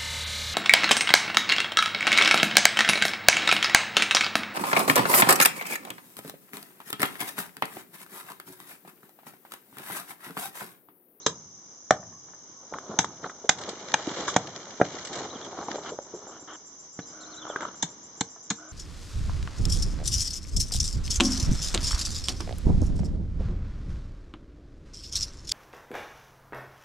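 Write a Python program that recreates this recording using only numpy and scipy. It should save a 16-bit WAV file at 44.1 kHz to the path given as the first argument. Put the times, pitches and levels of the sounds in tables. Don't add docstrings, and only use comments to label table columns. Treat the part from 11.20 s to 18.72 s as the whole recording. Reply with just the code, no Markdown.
import sys
import numpy as np
from scipy import signal
from scipy.fft import rfft, irfft
from scipy.io import wavfile
from scipy.ndimage import uniform_filter1d

SR = 44100
rng = np.random.default_rng(int(sys.argv[2]) if len(sys.argv) > 2 else 0)


def store_wav(level_fs):
    pcm = np.round(np.clip(np.atleast_2d(level_fs), -1, 1) * 32767)
    wavfile.write(sys.argv[1], SR, pcm.T.astype(np.int16))


N = 331632
T = np.arange(N) / SR
HIT = T[:4096]

# t/s, knock/dB, strip f/Hz, log thud/dB, shell clack/dB, fibre crack/dB, bite time/s,
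# time to the blade's stop/s, echo send/dB, fibre pitch/ratio
CUTS = [(0.0624, -26, 473, -30.5, -22.5, -18.5, 0.0028, 0.0012, -10, 1.0),
        (0.7068, -12, 628, -27, -15, -22, 0.0014, 0.00093, -13, 1.0),
        (1.7877, -22.5, 884, -25.5, -23, -16.5, 0.0017, 0.0019, -9.5, 1.0),
        (2.2917, -20.5, 867, -29.5, -15.5, -13, 0.0017, 0.0013, -14, 1.02),
        (2.739, -20.5, 870, -32, -17.5, -20.5, 0.0017, 0.0023, -15.5, 1.0),
        (3.162, -16, 753, -20.5, -21.5, -21.5, 0.0021, 0.0011, -15.5, 1.02),
        (3.613, -13.5, 570, -19, -20, -43.5, 0.0021, 0.00059, -14.5, 1.0),
        (5.789, -45.5, 730, -32, -40.5, -46, 0.0028, 0.001, -12.5, .9),
        (6.6239, -35, 948, -32, -34, -22, 0.0034, 0.0061, -11.5, 1.07),
        (7.0075, -29.5, 845, -26.5, -32, -23.5, 0.0024, 0.0034, -16.5, 1.1),
        (7.3011, -42.5, 880, -30.5, -29.5, -23.5, 0.0036, 0.0054, -12, 1.07)]
# pitch/ratio, gain/dB, t60/s
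STRIP_MODES = [(1, 13, 0.026), (1.17, 3, 0.026)]
# f/Hz, gain/dB, t60/s
SHELL_MODES = [(1376, -4.5, 0.0033), (1550, -2.5, 0.0061), (1780, -10, 0.009), (2497, 8.5, 0.0039)]
LOG_MODES = [(128, -0.5, 0.08), (181, 6.5, 0.069), (256, 11.5, 0.033), (274, -6.5, 0.1), (462, 2, 0.13)]
FIBRE_MODES = [(3400, -3.5, 0.0056), (3530, -2.5, 0.0075), (3850, -2.5, 0.0082), (5040, 1.5, 0.005),
               (5880, 5.5, 0.0058), (6280, 0, 0.013)]
# t/s, level/dB, f/Hz
END_THUMPS = [(6.634, -33.5, 165), (7.015, -41, 194), (7.313, -32.5, 209)]
# t/s, gain/dB
HUT_FADE = [(0.7, 6.5), (3.2, -2.5), (5.8, -17)]
# t/s, level/dB
SCRAPE_FADE = [(6.17, -66), (6.25, -44.5), (6.35, -36.5), (6.39, -39.5), (6.43, -30.5), (6.49, -44.5),
               (6.56, -56)]
# t/s, level/dB
CHIP_TICKS = [(.827, -48), (.924, -56), (1.084, -55), (1.134, -51), (7.161, -50)]
# t/s, relative body level/dB, f/Hz, relative snap level/dB, rise/s
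BUMP_HITS = [(1.523, -25.5, 483, -59, 0.0015), (1.537, -20.5, 1090, -46, .0018),
             (1.585, -24.5, 1250, -42, 0.00076), (1.694, -22, 222, -57, 0.002),
             (1.844, -18, 970, -31, .0008), (2.04, -21, 1380, -48, .0024), (2.094, -27.5, 1400, -42, .0022),
             (2.241, -23, 475, -47, 0.0029), (2.489, -28, 604, -48, 0.00047),
             (2.873, -14.5, 350, -40, 0.0013), (3.078, -14, 1260, -21.5, 0.0036),
             (3.599, -12.5, 463, -41, 0.0025), (4.004, -24, 650, -52, 0.0024),
             (4.275, -28.5, 320, -55, 0.0019), (4.387, -25, 840, -52, 0.0011),
             (4.428, -27, 820, -55, 0.0011), (4.483, -19, 640, -55, 0.0014), (4.543, -25, 420, -52, 0.0016),
             (4.556, -19.5, 576, -43, 0.00154), (4.582, -20.5, 445, -55, 0.0021),
             (4.719, -20, 446, -45, 0.0055), (4.788, -20, 533, -56, 0.0006), (4.934, -21, 383, -65, 0.0065),
             (5.068, -32, 696, -63, 0.0014), (6.2996, -21.5, 594, -44, 0.0013),
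             (6.3596, -15, 1530, -40, 0.001), (6.406, -25, 1560, -39, .0015),
             (6.423, -21.5, 1045, -63, .005)]
# t/s, level/dB
STEM_SNAPS = [(2.384, -37), (2.412, -39), (2.490, -31), (3.849, -32), (3.8705, -35), (3.931, -36.5),
              (3.9542, -35.5), (3.983, -41), (4.245, -44)]
# t/s, cloth level/dB, relative leaf level/dB
RUSTLE_FADE = [(1.4, -58.5, -69), (1.55, -55, -65), (1.71, -40, -61), (1.88, -50.5, -61.5),
               (2.11, -52, -64.5), (2.34, -55, -64), (2.47, -45.5, -51), (2.71, -44, -47.5),
               (3.01, -36, -40), (3.23, -43.5, -50.5), (3.59, -49.5, -52), (3.76, -41.5, -43.5),
               (3.85, -45.5, -49.5), (3.93, -44.5, -52.5), (4.27, -43, -53), (4.56, -43.5, -53.5),
               (4.77, -55, -65), (5.12, -48.5, -64.5), (5.5, -68, -81)]
# middle t/s, length/s, cloth level/dB, relative leaf level/dB
SWISH_CUES = [(1.557, 0.069, -39, -77), (2.055, 0.056, -34.5, -53), (2.434, 0.16, -42.5, -53),
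              (3.99, 0.2, -43.5, -46.5), (4.405, 0.1, -42.5, -65), (4.535, 0.094, -45, -53.5),
              (4.671, 0.1, -42.5, -48.5)]
# start t/s, end t/s, level/dB
FOCUS_RUNS = [(4.658, 4.703, -40), (5.116, 5.186, -51), (5.275, 5.362, -44)]
# start t/s, end t/s
ZOOM_RUNS = [(5.925, 6.48), (7.38, 7.55)]
# middle t/s, length/s, top f/Hz, relative level/dB, place of the top (-1 start, 1 end)
BIRD_NOTES = [(0.037, 0.057, 4200, -54, 0.014), (4.11, 0.027, 3950, -45.5, 0.32),
              (4.158, 0.024, 3330, -48, -0.38), (4.226, 0.014, 3600, -47, 0.83),
              (4.248, 0.018, 3560, -46, -0.77), (5.827, 0.026, 4090, -55.5, 0.054),
              (5.885, 0.03, 5240, -54, 0), (6.014, 0.022, 4250, -51.5, 0.24),
              (6.036, 0.019, 3950, -50.5, -0.54), (6.064, 0.016, 4170, -52, 0.1),
              (6.128, 0.059, 4230, -53.5, -0.37), (6.183, 0.048, 4010, -48, -0.1),
              (6.225, .025, 3490, -45.5, -0.45), (6.302, 0.04, 3540, -47.5, -0.29)]
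# middle t/s, level/dB
FAR_HOOTS = [(.948, -61), (1.387, -64)]
# t/s, rate/Hz
CRICKET_TEMPO = [(4.436, 7.9), (5.3, 7.8), (5.8, 7.2), (6.85, 7.3), (7.2, 7.8)]
# t/s, air level/dB, cicada level/dB
HILLSIDE_FADE = [(0, -59.5, -48), (1.2, -56.5, -48.5), (2.3, -59, -48.5), (3.5, -52, -48),
                 (4.6, -60, -48.5), (5.6, -55.5, -48.5), (6.6, -50.5, -48), (7.56, -60.5, -50)]
# f/Hz, relative level/dB
SCRAPE_EQ = [(100, -4), (300, 0.5), (600, 2.5), (820, 2.5), (1400, 10), (2000, -15), (3200, -8),
             (8000, -42.5)]
CLOTH_EQ = [(30, -13.5), (90, -1.5), (200, 2.5), (400, 6), (800, 3.5), (1400, -0.5), (2200, -30.5),
            (4000, -16), (8000, -55)]
LEAF_EQ = [(500, -28.5), (1500, 11), (3000, 8.5), (4300, 7.5), (6300, 5), (7300, 4.5), (8000, -22)]
PATTER_EQ = [(80, -27.5), (300, 7.5), (550, -8), (1300, -8), (2500, -45.5)]
FOCUS_EQ = [(150, -17), (400, -1.5), (800, -2.5), (1300, 5), (1900, -7.5), (2300, -15), (3100, -1.5),
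            (3800, -17.5), (8000, -33)]
ZOOM_EQ = [(150, -7), (500, -2), (710, 7), (850, -10), (1200, 4), (1480, 8.5), (1750, -13), (2200, -11),
           (3200, -13), (8000, -30)]
CICADA_EQ = [(3800, -41.5), (4600, -29), (5100, -11.5), (5600, -10.5), (6150, -1.5), (6550, -9.5),
             (7100, -18), (7600, -36), (8200, -63.5)]
AIR_EQ = [(25, -8.5), (60, -2.5), (130, 3.5), (300, 6.5), (600, -0.5), (1100, -1), (2000, -11),
          (3000, -11.5), (4400, -12), (8000, -41)]
# f/Hz, width of one notch stage/Hz
MIC_NOTCHES = [(2600, 321), (4610, 260), (5400, 138)]


def machete():
    direct, send = np.zeros((2, 2, N))
    for s, knock_db, hz, thud_db, clack_db, crack_db, bite_s, stop_s, echo_db, fibre_pitch in CUTS:
        cut = chop(knock_db, hz, thud_db, clack_db, crack_db, bite_s, stop_s, fibre_pitch)
        add(direct, s, cut)
        add(send, s, cut * undb(echo_db))
        hut_db = np.interp(s, *np.transpose(HUT_FADE))
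        add(direct, s, hut_boom(thud_db + hut_db))
    for s, db, hz in END_THUMPS:
        add(direct, s, log_thump(db, hz))
    return direct + yard_echo(send)


def chop(knock_db, hz, thud_db, clack_db, crack_db, bite_s, stop_s, fibre_pitch, width=.55):
    tear, tear_mid, tear_side = (unit(grains(len(HIT), 1) * swell(bite_s, sharp)) / np.sqrt(len(HIT))
                                 for sharp in (.98, .85, .85))
    push = swell(.00015, 8.7)
    blow = np.roll(push / push.sum(), int(stop_s * SR))
    split = np.roll(tear, int(stop_s * SR / 2))
    contact_hz = [.51 * hz, min(2.89 * hz, 4000)]
    shell_pitch = 1 + .033 * rng.uniform(-1, 1)
    strip = ring(blow + .37 * split, STRIP_MODES, hz)
    knock = burst(filtered(strip, 4, contact_hz, "band"), knock_db)
    shell = ring(blow + 680 * bite_s * split, SHELL_MODES, shell_pitch)
    clack = burst(filtered(shell, 4, contact_hz, "band"), clack_db)
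    load = np.roll(swell(.00065, 3.1), int(1.2 * stop_s * SR))
    thud = burst(ring(load, LOG_MODES), thud_db)
    crack = burst(ring(tear_mid, FIBRE_MODES, fibre_pitch), crack_db)
    side_crack = burst(ring(tear_side, FIBRE_MODES, fibre_pitch), crack_db)
    side_shell = ring(tear_side, SHELL_MODES, shell_pitch)
    side_clack = burst(filtered(side_shell, 4, contact_hz, "band"), clack_db)
    side = width * (side_crack + .5 * side_clack)
    return knock + clack + thud + crack + np.array([side, -side])


def log_thump(db, hz, rise_s=.0032, t60_s=.076):
    envelope = (1 - np.exp(-HIT / rise_s)) * undb(-60 * HIT / t60_s)
    return burst(np.sin(2 * np.pi * hz * HIT) * envelope, db)


def hut_boom(drive_db, trim_db=-12.5, t60_s=.91, band_hz=(97, 193)):
    planks = filtered(rng.standard_normal(SR), 2, band_hz, "band")
    return burst(planks * undb(-60 * T[:SR] / t60_s), drive_db + trim_db)


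def blade_scrape():
    drag, = curves(SCRAPE_FADE)
    return drag * friction(SCRAPE_EQ, wide_hz=3300, scatter_db=5.6, catch_per_s=200, catch_db=5.5)


def chip_ticks(hz=800, rise_s=.002):
    out = np.zeros((2, N))
    for s, db in CHIP_TICKS:
        touch = filtered(grains(len(HIT), 2) * swell(rise_s, .89), 4, 2 * hz)
        body = unit(ring(touch, [(hz, 0, .008)]))
        shell = unit(ring(touch, SHELL_MODES))
        add(out, s, burst(body + shell, db))
    return out + .5 * yard_echo(out)


def bumps(body_trim_db=-11, snap_trim_db=-4, echo_db=-14, firm_s=.0011, ring_cycles=8.5):
    out = np.zeros((2, N))
    for s, body_db, hz, snap_db, rise_s in BUMP_HITS:
        crunch = grains(len(HIT), 2.6) * swell(rise_s, .6)
        crunch[int(rise_s * SR)] += np.linalg.norm(crunch) * firm_s / rise_s
        body = ring(crunch, [(hz, 0, ring_cycles / hz)])
        body += .19 * ring(crunch, [(420, .0041, .012), (1200, .0043, .0035)])
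        body = filtered(body, 3, min(1.95 * hz, 2000))
        add(out, s, burst(body, body_db + body_trim_db))
        for channel in out:
            snap = ring(grains(len(HIT), 2) * swell(rise_s, .18), FIBRE_MODES)
            add(channel, s, burst(snap, snap_db + snap_trim_db))
    return out + undb(echo_db) * yard_echo(out)


def stem_snaps(echo_db=-13, rise_s=.0023, band_hz=(1500, 6500)):
    out = np.zeros((2, N))
    for s, db in STEM_SNAPS:
        clicks = stereo(grains((2, len(HIT)), 3.1) * swell(rise_s, .45), wide_hz=4600)
        add(out, s, burst(filtered(clicks, 1, band_hz, "band"), db) * np.sqrt(2))
    return out + undb(echo_db) * yard_echo(out)


def rustle(patter_db=-7, hiss_db=3, crackle_db=-1.5):
    cloth_gain, leaf_gain = curves(RUSTLE_FADE)
    taps = undb(patter_db) * cloth_gain * stem_patter()
    for middle, length, cloth_db, leaf_db in SWISH_CUES:
        swish = np.cos(np.pi * np.clip((T - middle) / length, -.5, .5))
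        cloth_gain += undb(cloth_db) * swish
        leaf_gain += undb(leaf_db) * swish
    cloth = friction(CLOTH_EQ, wide_hz=5000, scatter_db=6.7, catch_per_s=110, catch_db=2.04)
    crackle = undb(crackle_db) * leaf_crackle()
    hiss = undb(hiss_db) * friction(LEAF_EQ, wide_hz=3500, scatter_db=4.7, catch_per_s=160, catch_db=2.4)
    return cloth_gain * cloth + taps + leaf_gain * (hiss + crackle)


def stem_patter():
    taps = sprinkle(per_s=14, scatter_db=2, shape=swell(.002, 1))
    return colour(taps * rng.standard_normal(N), PATTER_EQ)


def leaf_crackle():
    snaps = sprinkle(per_s=45, scatter_db=6, shape=swell(.00091, .87))
    return colour(snaps * stereo_noise(wide_hz=3500), LEAF_EQ)


def focus_motor(step_hz=312, hum_db=-11):
    running = sum(undb(db) * (T > start) * (T < end) for start, end, db in FOCUS_RUNS)
    steps = np.sin(2 * np.pi * step_hz * T)
    rasp = colour(stereo_noise(wide_hz=4900) * (1 + .5 * steps), FOCUS_EQ)
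    return uniform_filter1d(running, size=200) * (rasp + undb(hum_db) * unit(steps))


def zoom_motor(step_hz=312, whirr_db=-50.5, hum_db=-54):
    running = sum(1. * (T > start) * (T < end) for start, end in ZOOM_RUNS)
    whirr = colour(stereo_noise(wide_hz=4000), ZOOM_EQ)
    hum = unit(np.sin(2 * np.pi * step_hz * T) * undb(2 * wander(20)))
    return uniform_filter1d(running, size=800) * (undb(whirr_db) * whirr + undb(hum_db) * hum)


def birds(twitter_trim_db=-1, droop_per_s=4.1, hoot_hz=1125, hoot_s=.07):
    out = np.zeros(N)
    for s, length, hz, db, top_at in BIRD_NOTES:
        note = whistle(length, hz, droop=droop_per_s * length, waver=.017, top_at=top_at)
        add(out, s - length / 2, undb(db + twitter_trim_db) * note)
    for s, db in FAR_HOOTS:
        hoot = whistle(hoot_s, hoot_hz, droop=.019, waver=.023, top_at=1)
        add(out, s - hoot_s / 2, undb(db) * hoot)
    return out


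def whistle(length, top_hz, droop, waver, top_at):
    u = np.linspace(-1, 1, int(length * SR))
    wobble = tremble(80)[:len(u)]
    hz = top_hz * (1 - droop * np.abs(u - top_at) ** 1.7 + waver * wobble)
    return unit(np.sin(2 * np.pi * np.cumsum(hz) / SR) * (1 - u ** 2))


def cricket(pitch_hz=7300, sag_hz_per_s=16, scoop_hz=150, settle_s=.005, waver_hz=25, db=-49.5):
    s, rate = np.transpose(CRICKET_TEMPO)
    beats = np.cumsum(np.interp(T, s, rate, left=0)) / SR
    scoop = scoop_hz * np.exp(-HIT / settle_s)
    out = np.zeros(N)
    for start in T[1:][np.diff(np.ceil(beats)) > 0]:
        wobble = tremble(120)
        hz = pitch_hz - sag_hz_per_s * (start - s[0]) - scoop + waver_hz * wobble
        tone = np.sqrt(2) * np.sin(2 * np.pi * np.cumsum(hz) / SR)
        chirp = tone * swell(.01, .67) * undb(.37 * wobble)
        add(out, start, undb(db + .5 * rng.standard_normal()) * chirp)
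    return out


def hillside(flutter_db=1.6):
    air_gain, cicada_gain = curves(HILLSIDE_FADE)
    air = colour(stereo_noise(wide_hz=1200), AIR_EQ) * undb(flutter_db * wander(16))
    buzz = colour(stereo_noise(wide_hz=5000), CICADA_EQ)
    shimmer = undb(1.1 * wander(230) + .5 * wander(4.3))
    return air_gain * air + cicada_gain * buzz * shimmer


def yard_echo(x, near_t60_s=.15, far_t60_s=.36, far_db=-6.5, far_hz=1200, predelay_s=.0047):
    t = T[:SR // 2]
    near, far = (stereo_noise(wide_hz=3000, count=len(t)) for _ in range(2))
    scatter = near * undb(-60 * t / near_t60_s)
    tail = filtered(far, 4, far_hz) * undb(far_db - 60 * t / far_t60_s)
    response = (scatter + tail) * np.clip(t / predelay_s - 1, 0, 1)
    response /= np.sqrt(np.sum(response ** 2) / 2)
    return signal.fftconvolve(x, response, axes=1)[:, :N]


def friction(eq, wide_hz, scatter_db, catch_per_s, catch_db):
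    slips = stereo(grains((2, N), scatter_db), wide_hz)
    return colour(slips * undb(catch_db * wander(catch_per_s)), eq)


def ring(force, modes, pitch=1):
    response = sum(undb(db - 60 * HIT / t60) * np.cos(2 * np.pi * hz * pitch * HIT)
                   for hz, db, t60 in modes)
    return signal.fftconvolve(force, response)[:len(HIT)]


def swell(rise_s, sharp):
    u = HIT / max(rise_s, 1e-4)
    return (u * np.exp(1 - u)) ** sharp


def grains(shape, scatter_db):
    return unit(rng.standard_normal(shape) * undb(scatter_db * rng.standard_normal(shape)))


def sprinkle(per_s, scatter_db, shape):
    triggers = (rng.random(N) < per_s / SR) * undb(scatter_db * rng.standard_normal(N))
    return signal.fftconvolve(triggers, shape)[:N]


def wander(per_s):
    k = max(int(SR / per_s), 1)
    steps = np.repeat(rng.standard_normal(N // k + 1), k)
    return unit(uniform_filter1d(steps, k)[:N])


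def tremble(samples):
    return unit(uniform_filter1d(rng.standard_normal(len(HIT)), samples))


def stereo(pair, wide_hz):
    count = pair.shape[-1]
    f = np.fft.rfftfreq(count, 1 / SR)
    side = irfft(rfft(pair[1]) * np.clip(f / wide_hz, .08, 1), count)
    return np.array([pair[0] + side, pair[0] - side])


def stereo_noise(wide_hz, count=N):
    return stereo(rng.standard_normal((2, count)), wide_hz)


def colour(x, eq):
    hz, db = np.transpose(eq)
    f = np.maximum(np.fft.rfftfreq(N, 1 / SR), 1)
    gain = undb(np.interp(np.log(f), np.log(hz), db))
    return unit(irfft(rfft(x) * gain, N))


def filtered(x, order, hz, kind="low"):
    return signal.sosfilt(signal.butter(order, hz, kind, fs=SR, output="sos"), x)


def curves(table):
    s, *columns = np.transpose(table)
    return [undb(np.interp(T, s, db)) * (T >= s[0]) * (T <= s[-1]) for db in columns]


def burst(x, db):
    return x * undb(db) * np.sqrt(.01 * SR / (np.sum(x ** 2) + 1e-20))


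def add(out, s, x):
    i = max(int(s * SR), 0)
    out[..., i:i + x.shape[-1]] += x[..., :max(N - i, 0)]


def undb(db):
    return 10 ** (np.asarray(db) / 20)


def unit(x):
    return x / np.sqrt(np.mean(x ** 2) + 1e-20)


def scene(call_echo_db=-5):
    front = machete() + chip_ticks() + bumps() + stem_snaps() + rustle() + blade_scrape()
    motors = focus_motor() + zoom_motor()
    bed = hillside()
    calls = np.tile(birds() + cricket(), (2, 1))
    return front + motors + bed + calls + undb(call_echo_db) * yard_echo(calls)


def record(dry, low_cut_hz=85, top_hz=7850):
    x = filtered(dry, 1, low_cut_hz, "high")
    x = x / (1 + x ** 6) ** (1 / 6)
    for hz, width in MIC_NOTCHES:
        notch = signal.iirnotch(hz, hz / width, fs=SR)
        x = signal.lfilter(*notch, signal.lfilter(*notch, x))
    return signal.sosfilt(signal.ellip(7, .2, 44, top_hz, fs=SR, output="sos"), x)


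dry = scene()
out = record(dry)
store_wav(out)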